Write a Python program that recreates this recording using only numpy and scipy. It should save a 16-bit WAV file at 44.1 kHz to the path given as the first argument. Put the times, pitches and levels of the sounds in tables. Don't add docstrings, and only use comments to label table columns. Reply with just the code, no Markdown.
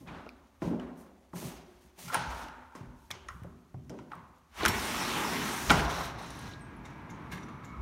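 import sys
import numpy as np
from scipy import signal
from scipy.fft import rfft, irfft
from scipy.io import wavfile
from scipy.ndimage import uniform_filter1d

SR = 44100
rng = np.random.default_rng(int(sys.argv[2]) if len(sys.argv) > 2 else 0)


def to_wav(sig):
    pcm = np.clip(np.atleast_2d(sig), -1, 1) * 32767
    pcm = np.round(pcm).astype(np.int16)
    wavfile.write(sys.argv[1], SR, pcm.T)


def volts_from_decibels(level):
    exponent = np.asarray(level, float) / 20
    return 10 ** exponent


N = 344421
T = np.arange(N) / SR


def level(x, db):
    return x * volts_from_decibels(db) / np.sqrt(np.mean(x ** 2))


def peak(pair, db):
    return pair * volts_from_decibels(db) / np.max(np.abs(pair[0]))


def noise():
    return rng.standard_normal(N)


def coloured(x, colour, lo_hz=10, hi_hz=20000):
    f = np.maximum(np.arange(len(x) // 2 + 1) * SR / len(x), 1)
    hz, db = np.transpose(colour)
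    shape = volts_from_decibels(np.interp(np.log(f), np.log(hz), db))
    edges = 1 / np.sqrt((1 + (lo_hz / f) ** 6) * (1 + (f / hi_hz) ** 6))
    return level(irfft(rfft(x) * shape * edges, len(x)), 0)


def resonate(x, hz, width):
    return signal.lfilter(*signal.iirpeak(hz, hz / width, fs=SR), x)


def steep(x, hz, width):
    return resonate(resonate(x, hz, width), hz, width)


def walk(rate):
    k = int(SR / rate)
    held = np.repeat(rng.standard_normal(N // k + 1), k)
    return 0.69 * uniform_filter1d(uniform_filter1d(held, k), k)[:N]


def gritty(grit_db):
    sizes = np.minimum(rng.exponential(size=N // 16 + 1), 4)
    return noise() * volts_from_decibels(grit_db * np.repeat(sizes, 16)[:N])


def swell(s, hold, db, rise, fall):
    gain = np.zeros(N)
    heard = (T > s - 80 / rise) & (T < s + hold + 80 / fall)
    t = T[heard]
    gain[heard] = volts_from_decibels(db - rise * np.maximum(s - t, 0) - fall * np.maximum(t - s - hold, 0))
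    return gain


def columns(table):
    s, db = np.transpose(table)
    gate = np.clip(1 + np.minimum((T - s[0]) / .01, (s[-1] - T) / .02), 0, 1)
    return gate, np.interp(T, s, db)


def tones(rows):
    air = noise()
    return sum(level(steep(air, hz, width), 0) * swell(s, hold, db, rise, fall)
               for s, hold, db, hz, width, rise, fall in rows)


def add(mix, s, pair, room_db):
    i = int(max(s, 0) * SR)
    n = min(pair.shape[1], N - i)
    mix[0, i:i + n] += pair[0, :n]
    mix[1, i:i + n] += pair[1, :n] * volts_from_decibels(room_db)


def chance():
    return rng.standard_normal(8192)


def contact_pair(rough, contact):
    age = np.arange(len(rough)) / SR / max(contact, .0002)
    force = rough * np.exp(-age) * np.minimum(4 * age + .3, 1)
    force[:2] += 3.06 * np.exp(-contact / 0.013) * np.array([1, .5])
    return np.array([force, (age == 0) * np.sqrt(np.sum(force ** 2))])


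# freq_hz, density_db (per Hz)
QUIET_COLOUR = [(15, -33), (25, -13), (74, 32), (170, -13), (242, 25), (936, -37), (1160, -8), (1440, -46),
                (6050, -70), (6740, 3), (11000, -30), (16000, 2)]


def quiet():
    return coloured(noise(), QUIET_COLOUR) * volts_from_decibels(-71.5 + 0.6 * walk(6.1))


# start_s, hold_s, level_db, pitch_hz, width_hz, rise_db_per_s, fall_db_per_s
CIRCUIT = (0, 8, -93, 11300, 250, 150, 150)


def circuit():
    return tones([CIRCUIT])


# time_s, level_db
STREET = [
    (4.6, -7),
    (5.6, 1),
    (6.25, 3),
    (6.5, -1.5),
    (6.95, 0.5),
    (7.3, 2),
    (7.81, -1),
]
# freq_hz, density_db (per Hz)
STREET_COLOUR = [(18, -36), (30, -86), (55, -6), (124, 7.5), (295, 2), (499, -15.5), (780, -14.5),
                 (889, -10.5), (1910, -18), (2290, -19.5), (2900, -27), (11700, -57.5), (16000, -55)]


def street():
    gate, open_db = columns(STREET)
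    hum = coloured(noise(), STREET_COLOUR, hi_hz=490) * volts_from_decibels(-52 + .5 * open_db + 0.34 * walk(5.4))
    tyres = coloured(noise(), STREET_COLOUR, lo_hz=463) * volts_from_decibels(-53 + open_db + 1.2 * walk(9))
    unsteady = T > 6.71
    hz = 1637 - 1900 * np.clip(T - 6.98, 0, .5) ** 2
    hz = hz * (1 + (.0015 + .012 * unsteady) * walk(60))
    whine = np.sin(2 * np.pi * np.cumsum(hz) / SR) * volts_from_decibels(1.5 * walk(12) - 5 * unsteady)
    whine *= swell(6.5, .2, -56, rise=25, fall=8) * np.clip((7.32 - T) / .1, 0, 1)
    road = noise()
    car = level(steep(road, 1164, 280), -53.5)
    car += level(steep(road, 2160, 200), -78) + level(steep(road, 970, 120), -82)
    car *= np.clip((T - 6.8) / 1.25, 0, 1)
    return gate * (hum + tyres + whine + car)


# start_s, hold_s, level_db, pitch_hz, width_hz
TREADS = [(6.9, 0.47, -61.5, 924, 89), (6.95, 0.19, -69, 2300, 50), (7.052, 0.16, -61, 1024, 70),
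          (7.305, 0.23, -59.5, 1155, 70), (7.5, .4, -61, 1012, 80), (7.62, .3, -58, 1274, 70),
          (7.7, .2, -60.5, 2207, 90)]


def treads():
    return tones([(*row, 50, 50) for row in TREADS])


# start_s, level_db
SWAY = [(0.1, -63.5), (0.65, -55.5), (1.52, -61), (2.272, -47.5), (2.87, -55), (3.31, -56), (3.48, -73),
        (4.652, -43), (5.72, -34.5), (7.8, -46)]


def sway():
    kicks = sum(swell(s, 0, db, rise=290, fall=86) for s, db in SWAY)
    steady = volts_from_decibels(-74.5) + volts_from_decibels(-61.5) * columns(STREET)[0]
    return level(steep(noise(), 56, 34), 0) * (kicks + steady)


# band_hz, t60_s, level_db
ROOM = [(61, 1.17, 3), (120.3, 0.97, 0.5), (196.8, 0.65, -2), (279, 0.88, 3), (393, 0.99, 6.5),
        (546, 1.09, 5.5), (681, 1.32, 6.5), (888, 0.87, 9), (1400, 0.59, 5.5), (2000, 0.32, 5),
        (3000, 0.47, 5), (5000, 0.3, 6), (6500, 0.27, 5), (12700, 0.26, -10)]


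def room(x):
    t = np.arange(int(1.6 * SR)) / SR
    density = np.clip((t / .025) ** 2, 0, 1)
    echoes = rng.standard_normal(len(t)) * (rng.random(len(t)) < density) / np.sqrt(density + 0.0096)
    echoes *= 1 + 3.07 * np.exp(-t / 0.0071)
    tail = sum(level(steep(echoes * volts_from_decibels(-60 * t / t60), hz, .5 * hz), db) * np.sqrt(hz)
               for hz, t60, db in ROOM)
    return signal.fftconvolve(x, tail / np.sqrt(np.sum(tail ** 2)))[:N]


# start_s, level_db, pitch_hz,
# width_hz, fall_db_per_s
HUMS = [(.075, -59.5, 3440, 1600, 69), (.14, -64, 2520, 900, 70), (.28, -68, 272, 30, 37),
        (.63, -46, 194, 40, 59), (1.45, -59.5, 365.6, 30, 25), (2.16, -44.5, 905, 88, 28),
        (2.16, -43, 1400, 300, 35.5), (3.12, -67, 6500, 300, 89), (3.15, -61.5, 3000, 810, 62),
        (3.3, -55, 1250, 500, 70), (3.755, -52.5, 135, 30, 48), (4.13, -53, 1060, 400, 59),
        (7.39, -74, 3600, 118, 42), (7.39, -70, 5940, 100, 60), (7.39, -75, 9420, 200, 90)]


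def panels():
    return tones([(s, 0, db, hz, width, 2500, fall) for s, db, hz, width, fall in HUMS])


# start_s, hold_s, hiss_db, fine_hiss_db, scrape_db
SCUFFS = [(0.005, 0.018, -74, -69, -97), (.075, 0.11, -74, -102, -50.5), (.625, 0.056, -58, -64.5, -54),
          (.799, 0.0071, -88, -95, -50), (.975, 0.041, -94, -65, -70), (1.36, 0.13, -54, -50.5, -55),
          (1.338, 0.016, -78, -64, -78), (1.52, .06, -64.5, -68, -71), (1.66, 0.15, -75.5, -83, -84),
          (1.82, 0.042, -87, -73, -81), (5.73, .12, -41.5, -52, -38), (5.9, 0.16, -46, -52, -41.5),
          (6.19, 0.3, -54.5, -65, -52), (6.852, .01, -68, -79, -56.5), (7.11, .01, -76, -89, -75),
          (7.32, 0.031, -59.5, -62, -56), (7.64, 0.009, -69, -86, -72)]
# start_s, hold_s, hiss_db, fine_hiss_db, scrape_db
FINGERS = [(1.99, 0.1, -54.5, -51, -60), (2.13, 0.0065, -43.5, -51, -35), (2.16, 0.11, -49.5, -72, -69),
           (2.305, 0.13, -55.5, -60.5, -48), (2.48, 0.15, -110.5, -108, -60.5),
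           (2.76, 0.015, -68, -70, -57), (2.975, 0.1, -83, -77, -101), (3.125, 0.027, -56, -86, -56),
           (3.265, 0.023, -96, -88, -72), (3.3, 0.069, -94, -73, -79), (3.43, .01, -90, -86, -74),
           (3.94, 0.028, -73, -102, -68), (4.12, 0.017, -96, -79, -55)]
# hiss_db, fine_hiss_db, scrape_db
RUSTLE_DB = (-75.5, -79.5, -74.5)
# freq_hz, density_db (per Hz)
RUB_COLOUR = [(1180, -7), (2000, 3), (2620, 2), (2830, 2), (3740, 0), (6420, 1), (7380, -4.5), (12100, -15),
              (16000, -10.5)]
FLUTTER_HZ = (3950, 5600)


def rubs():
    grain, jerks = gritty(1.6), walk(30)
    flutter = T > 5.85
    mesh = flutter * sum(resonate(grain, hz, 560) for hz in FLUTTER_HZ)
    quick_jerks = np.tile(jerks[::2], 2)[:N]
    hiss = coloured(grain + mesh, RUB_COLOUR, 1760, 5600) * volts_from_decibels((-1.9 + 3.5 * flutter) * quick_jerks)
    fine = coloured(grain, RUB_COLOUR, lo_hz=9200) * volts_from_decibels(1.5 * jerks)
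    scrape = level(steep(gritty(1.84), 1003, 1240), 0) * volts_from_decibels(1.8 * walk(35))
    out = np.zeros(N)
    for k, (grade, fall) in enumerate([(hiss, 152), (fine, 310), (scrape, 100)]):
        strokes = volts_from_decibels(RUSTLE_DB[k])
        for table, rise in [(SCUFFS, 1250), (FINGERS, 1080)]:
            strokes = strokes + sum(swell(s, hold, db[k], rise, fall) for s, hold, *db in table)
        out += grade * strokes
    return out


# pitch_hz, level_db
SCREEN = [(1650, 2.5), (2130, 2), (2730, -7), (3640, -5), (4600, -10), (5850, -15), (6900, -11),
          (9420, -23)]
# start_s, hold_s, level_db
RATTLES = [(6.852, 0.012, -52), (7.096, .01, -56), (7.319, 0.017, -48), (7.333, 0.0066, -49),
           (7.355, .008, -54), (7.374, 0.0091, -50), (7.4, .006, -63), (7.425, .006, -54),
           (7.485, .01, -55.5), (7.637, 0.01, -55)]


def screen():
    grain = gritty(2.3)
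    buzz = sum(level(steep(grain, hz, 150), db) for hz, db in SCREEN)
    return level(buzz, 0) * sum(swell(s, hold, db, rise=2200, fall=830) for s, hold, db in RATTLES)


# start_s, peak_db, boom_hz, slap_db (re boom), room_db
THUDS = [(0.009, -40, 234, -16, -16), (0.146, -35, 256, -6, 6), (0.263, -34, 320, -14, -8),
         (0.62, -19, 280, 4, 2), (0.675, -16.5, 210, -12, -6), (1.334, -31.5, 183, -6, 9.5),
         (1.421, -30.5, 337, -21, 3), (1.981, -43, 224, -16, 4.5), (2.166, -26, 136, 10, 4.5),
         (2.753, -30.5, 242, 1, 0), (2.809, -29, 130, -17, -2.5), (3.108, -39.5, 109, 1, 4),
         (3.419, -30, 103, -21, -4), (3.445, -32, 181, -22, 0), (3.743, -29, 122, -19, 1.5),
         (3.897, -37, 212, -28, 10), (4.632, -14, 377, -14, -5.5), (4.689, -22, 97, -1, -3.5),
         (5.703, -15.5, 186, -21, 1), (5.715, -18.5, 142, -17, 7), (7.33, -32.5, 192, 10, 4)]


def thuds(mix):
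    for s, db, hz, slap_db, room_db in THUDS:
        rough = chance()
        force = contact_pair(1 + 4.8 * rough, 0.00081)
        force[1] *= np.sum(force[0]) / force[1, 0]
        boom = steep(force, hz, 0.69 * hz) + 0.26 * steep(force, 1.61 * hz, 1.03 * hz)
        slap = steep(contact_pair(rough, 0.00094), 840, 840)
        add(mix, s, peak(boom, db - 10.0) + peak(slap, db + slap_db - 22.5), room_db)


# start_s, peak_db, boom_hz, room_db
PADS = [(.0, -48.5, 200, 3.5), (0.071, -45, 140, -11), (.1, -47.5, 250, -3), (0.146, -50, 89, -16),
        (.625, -30, 199, -10), (.7, -29, 219, -5.5), (1.431, -35.5, 145, -12.5), (1.838, -56.5, 192, -18),
        (2.022, -51, 116, 11), (2.2, -45, 140, 0), (2.42, -45, 220, -4.5), (2.868, -50, 140, -18),
        (3.25, -54, 288, -5), (3.33, -48.5, 128, -11), (3.91, -40, 314, -9.5), (3.98, -47.5, 224, -2),
        (4.13, -53.5, 119, 6.5), (6.422, -42, 110, -16)]


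def pads(mix):
    for s, db, hz, room_db in PADS:
        rough = chance()
        age = np.arange(len(rough)) / SR / .02
        boom = steep(rough * age * np.exp(-age), hz, 1.02 * hz)
        add(mix, s, peak(np.array([boom, boom]), db), room_db)


# freq_hz, width_hz, level_db
HARDWARE = [(5460, 1700, 45), (9700, 650, -46), (13500, 9000, -25), (7660, 6600, 34)]


def click(db, hz, bright_db, contact, width, partner):
    crack = contact_pair(chance(), contact)
    knock = steep(crack, hz, width * hz)
    knock += .5 * steep(crack, min(partner * hz, 15000), 0.81 * hz)
    knock += 0.28 * steep(crack, 0.72 * hz, 0.95 * hz)
    small_parts = sum(volts_from_decibels(d) * resonate(crack, f, w) for f, w, d in HARDWARE)
    return peak(knock, db) + peak(steep(small_parts, 21700, 17100), db + bright_db)


# start_s, peak_db, knock_hz, contact_s, room_db
CLICKS = [(2.05, -48, 2000, 0.016, 7), (2.078, -45, 1370, 0.025, 5), (2.134, -30, 830, 0.0078, -41),
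          (2.752, -36.5, 1100, 0.00015, 4.5), (3.105, -32, 1260, 0.0078, -14),
          (3.435, -45.5, 1250, 0.0022, -16), (3.896, -41.5, 1550, 0.0015, 1),
          (4.652, -9.5, 1350, 0.0014, -7), (4.66, -13, 1620, 0.0023, -37), (4.681, -21, 2020, 0.0032, -17),
          (5.711, -16.5, 740, 0.0063, -1.5), (7.32, -36.5, 1730, 0.019, -16)]
# start_s, peak_db, knock_hz, contact_s, room_db
KNOCKS = [(0.074, -58, 1400, 0.0067, 12), (0.264, -37.5, 400, 0.0048, -18), (1.332, -48, 830, 0.0035, -9),
          (2.144, -16.5, 1550, 0.0047, -1), (2.146, -20, 845, 0.01, -9), (3.745, -46, 790, 0.0015, -9),
          (3.286, -33, 1540, 0.00044, -3), (3.989, -38.5, 1400, 0.00041, 3),
          (4.118, -32, 1470, 0.0036, -15), (4.607, -25.5, 1110, 0.005, -0.5),
          (5.698, -9.5, 1400, 0.0011, 3), (5.703, -7.5, 1400, 0.0085, -7.5), (5.716, -24, 940, 0.0013, -7),
          (7.38, -41, 1700, 0.0032, -13)]
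# start_s, peak_db, knock_hz, contact_s, room_db
PANE = [
    (3.743, -46, 540, 0.0031, -21),
    (3.905, -37.5, 295, 0.0038, -2.5),
    (5.706, -19, 257, 0.0069, 0.5),
]


def knocks(mix):
    for table, bright_db in [(CLICKS, -6), (KNOCKS, -64), (PANE, -64)]:
        for s, db, hz, contact, room_db in table:
            add(mix, s, click(db, hz, bright_db, contact, width=0.36, partner=1.376), room_db)


# start_s, peak_db, pitch_hz, contact_s, room_db
TICKS = [(.263, -50, 2700, 0.0016, -11), (.291, -34, 2360, 0.00074, -14), (0.799, -41, 2950, 0.00059, -17),
         (1.974, -76, 6280, 0.0013, -13), (2.144, -19.5, 9700, 0.0015, -4), (2.484, -37, 2640, 0.0022, -23),
         (3.112, -23.5, 3300, 0.0033, -17), (3.138, -47, 3000, 0.0033, -7), (3.9, -45, 3300, 0.0022, -15),
         (4.153, -52, 8400, 0.002, -30), (5.703, -12.5, 3120, 0.0037, -20),
         (4.66, -9.5, 3320, 0.00078, -33), (4.682, -23.5, 4200, 0.0021, -2),
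         (6.305, -37.5, 3850, 0.0025, -11), (6.449, -77, 3830, 0.0072, 3), (6.521, -52, 4020, 0.011, -14),
         (6.852, -47.5, 3620, 0.011, -6), (6.90, -69, 5980, 0.006, 6), (7.1, -55, 6500, 0.0065, 5.5),
         (7.316, -43, 3700, 0.0056, -23), (7.375, -51, 4280, 0.003, -15), (7.43, -47, 3500, .005, -10),
         (7.645, -59, 6900, .016, 4.5), (3.989, -56, 2500, .001, -12), (4.131, -58, 8600, .002, -20),
         (4.361, -63, 6400, .002, -20), (4.384, -65, 7000, .001, -20), (6.192, -48, 5200, 0.0022, -21),
         (6.262, -46, 3990, .002, -2), (6.355, -52, 5600, .002, -19), (6.413, -64, 4100, .001, -16),
         (6.426, -49, 3900, .001, -16), (6.442, -44, 3730, .0015, -17), (6.496, -63, 4000, 0.0037, -13),
         (7.317, -54, 6400, .003, -20), (7.373, -59, 4370, 0.0036, -17), (7.487, -51, 3540, .004, -10)]


def ticks(mix):
    for s, db, hz, contact, room_db in TICKS:
        add(mix, s, click(db, hz, -9.5, contact, width=.2, partner=1.75), room_db)


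# start_s, peak_db, pitch_hz, length_s
SQUEAKS = [(6.513, -54, 6500, 0.002), (6.604, -55.5, 8500, 0.036), (6.76, -61, 10600, 0.015),
           (7.432, -55, 5900, 0.0045), (3.287, -39, 5500, .0006), (3.285, -41, 6600, .0006),
           (3.287, -46, 9700, 0.00045), (3.987, -52, 5500, .0006), (3.989, -55, 7100, .0006)]


def squeaks(mix):
    for s, db, hz, length in SQUEAKS:
        width = max(.025 * hz, .45 / length)
        add(mix, s, peak(steep(contact_pair(chance(), length), hz, width), db), -14)


# start_s, peak_db, pitch_hz, contact_s, room_db
TAPS = [(.08, -45, 2400, 0.017, -12), (.142, -51, 2640, 0.0086, -11), (.186, -58, 2360, .01, -1),
        (0.265, -52, 1270, .003, 2), (.264, -53, 2700, .002, -8), (0.797, -41.5, 2930, .002, -16),
        (1.335, -40.5, 915, 0.0015, -9), (1.987, -54, 816, 0.006, -12), (2.097, -37, 1300, 0.0056, -1),
        (3.113, -32.5, 2300, 0.00035, -1), (3.14, -46, 1100, 0.0018, -12), (3.146, -54, 385, 0.01, -6),
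        (3.288, -32.5, 1260, .001, -8), (3.287, -34, 1840, 0.00035, -2), (3.302, -40.5, 1230, 0.0036, -9),
        (3.436, -63, 810, .002, -13), (3.445, -44.5, 568, .004, -27), (3.744, -47, 780, 0.0019, -19),
        (3.989, -44, 980, 0.0018, -22), (4.119, -39.5, 830, 0.0018, -14), (4.132, -32.5, 1240, 0.0037, -11),
        (4.665, -24, 1290, 0.0026, -8)]
# start_s, peak_db, pitch_hz, contact_s, room_db
MESH = [(6.053, -56, 9500, .003, -10), (6.184, -56, 9700, .003, -7), (6.224, -51, 9350, .004, -3),
        (6.284, -54, 9500, .002, -11.5), (6.305, -45, 9700, 0.0025, 0), (6.373, -53, 9100, .003, -12),
        (6.39, -44, 9300, .004, -15), (6.487, -63, 9600, 0.0072, -10), (6.512, -46, 3900, .003, -4),
        (6.535, -42, 3880, .003, -7), (6.595, -65, 9600, 0.0023, -4), (1.332, -44, 1240, 0.0016, -16),
        (1.363, -50, 2500, .004, -10), (6.414, -53, 9600, .002, -11), (6.24, -52, 9600, .002, -6),
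        (3.896, -38, 5800, 0.00032, -20), (4.634, -22, 3900, .0005, -25)]


def taps(mix):
    for s, db, hz, contact, room_db in TAPS + MESH:
        add(mix, s, peak(steep(contact_pair(chance(), contact), hz, 0.21 * hz), db), room_db)


# pitch_hz, level_db, t60_s
LATCH = [(5496, 3, .16), (6481, -13, .1), (9787, -2, .05), (11690, 0, .1), (12040, -8, .06),
         (14800, -2, .1)]


def latch(mix):
    t = np.arange(8192) / SR
    ring = sum(volts_from_decibels(db) * np.sin(2 * np.pi * hz * t) * volts_from_decibels(-60 * t / t60) for hz, db, t60 in LATCH)
    add(mix, 4.681, np.array([ring, ring]) * volts_from_decibels(-34), -15)


def hits():
    mix = np.zeros((2, N))
    for strike in (thuds, pads, knocks, ticks, squeaks, taps, latch):
        strike(mix)
    return mix


# start_s, hold_s, level_db, pitch_hz, width_hz, rise_db_per_s, fall_db_per_s
SQUEAL = (5.26, .08, -49, 5350, 170, 150, 150)


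def squeal():
    return tones([SQUEAL])


TRACK_HZ = (380, 620, 900, 1260, 1700, 2300, 3100, 4200, 5300, 6500, 8500)


def patchy(x, bumps):
    slow = level(uniform_filter1d(bumps, SR // 15), 0)
    return x + sum(resonate(x, hz, hz / 7) * (volts_from_decibels(1.8 * np.roll(slow, 311 * hz)) - 1) for hz in TRACK_HZ)


# time_s, load_db
ROLL = [
    (4.5, -37.5),
    (4.6, -4),
    (4.654, 3),
    (4.76, -2.5),
    (5.19, -0.5),
    (5.32, -0.5),
    (5.49, -3.5),
    (5.66, -6),
    (5.8, 0),
]
# freq_hz, density_db (per Hz)
ROLL_COLOUR = [(18, -36), (30, -69), (49, -36), (109, -9), (221, 6), (336, 1), (374, 3.5), (526, -8.5),
               (937, -4.5), (2750, -8.5), (4780, -8), (5590, -4.5), (12300, -16.5), (16000, -12)]


def door():
    gate, load_db = columns(ROLL)
    bumps = walk(40)
    grind = patchy(gritty(1.3), bumps)
    rumble = coloured(grind, ROLL_COLOUR, hi_hz=540)
    rumble *= volts_from_decibels(-43.5 + 2.33 * load_db + 0.72 * bumps + 0.5 * walk(12))
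    rumble *= 1 + swell(5.4, 0.46, 0.5, rise=43, fall=43)
    scrape = coloured(grind, ROLL_COLOUR, 706, 2820) * volts_from_decibels(-35 + load_db + 1.2 * bumps)
    brush = coloured(grind, ROLL_COLOUR, lo_hz=3000) * volts_from_decibels(1.1 * bumps + np.minimum(load_db + 10, 0))
    brush *= swell(4.796, 0.81, -41, rise=46, fall=25)
    return gate * (rumble + scrape + brush)


def scene():
    near, far = hits()
    rub, roll = rubs(), door()
    echo = room(far * volts_from_decibels(2.0) + rub * volts_from_decibels(-19.0) + roll * volts_from_decibels(-13.5))
    background = quiet() + circuit() + street() + treads() + sway()
    mono = background + near + rub + roll + echo + panels() + squeal() + screen()
    return np.array([mono, mono])


def band_limit(x):
    return signal.sosfilt(signal.butter(12, 16660, fs=SR, output="sos"), x)


# freq_hz, level_db
MIC = [(20, 8.5), (4000, -1), (5000, -4), (5800, -2), (7000, -3), (8200, -1), (9700, 3.5), (10600, -1),
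       (12000, 4.5), (15700, -4.5), (16300, -34)]


def record(dry):
    x = coloured(dry[0], MIC) * np.sqrt(np.mean(dry[0] ** 2))
    x = signal.sosfilt(signal.butter(3, 46, "high", fs=SR, output="sos"), x)
    x = np.tanh(x / .55) * .55
    return band_limit(np.array([x, x]))


dry = scene()
out = record(dry)
to_wav(out)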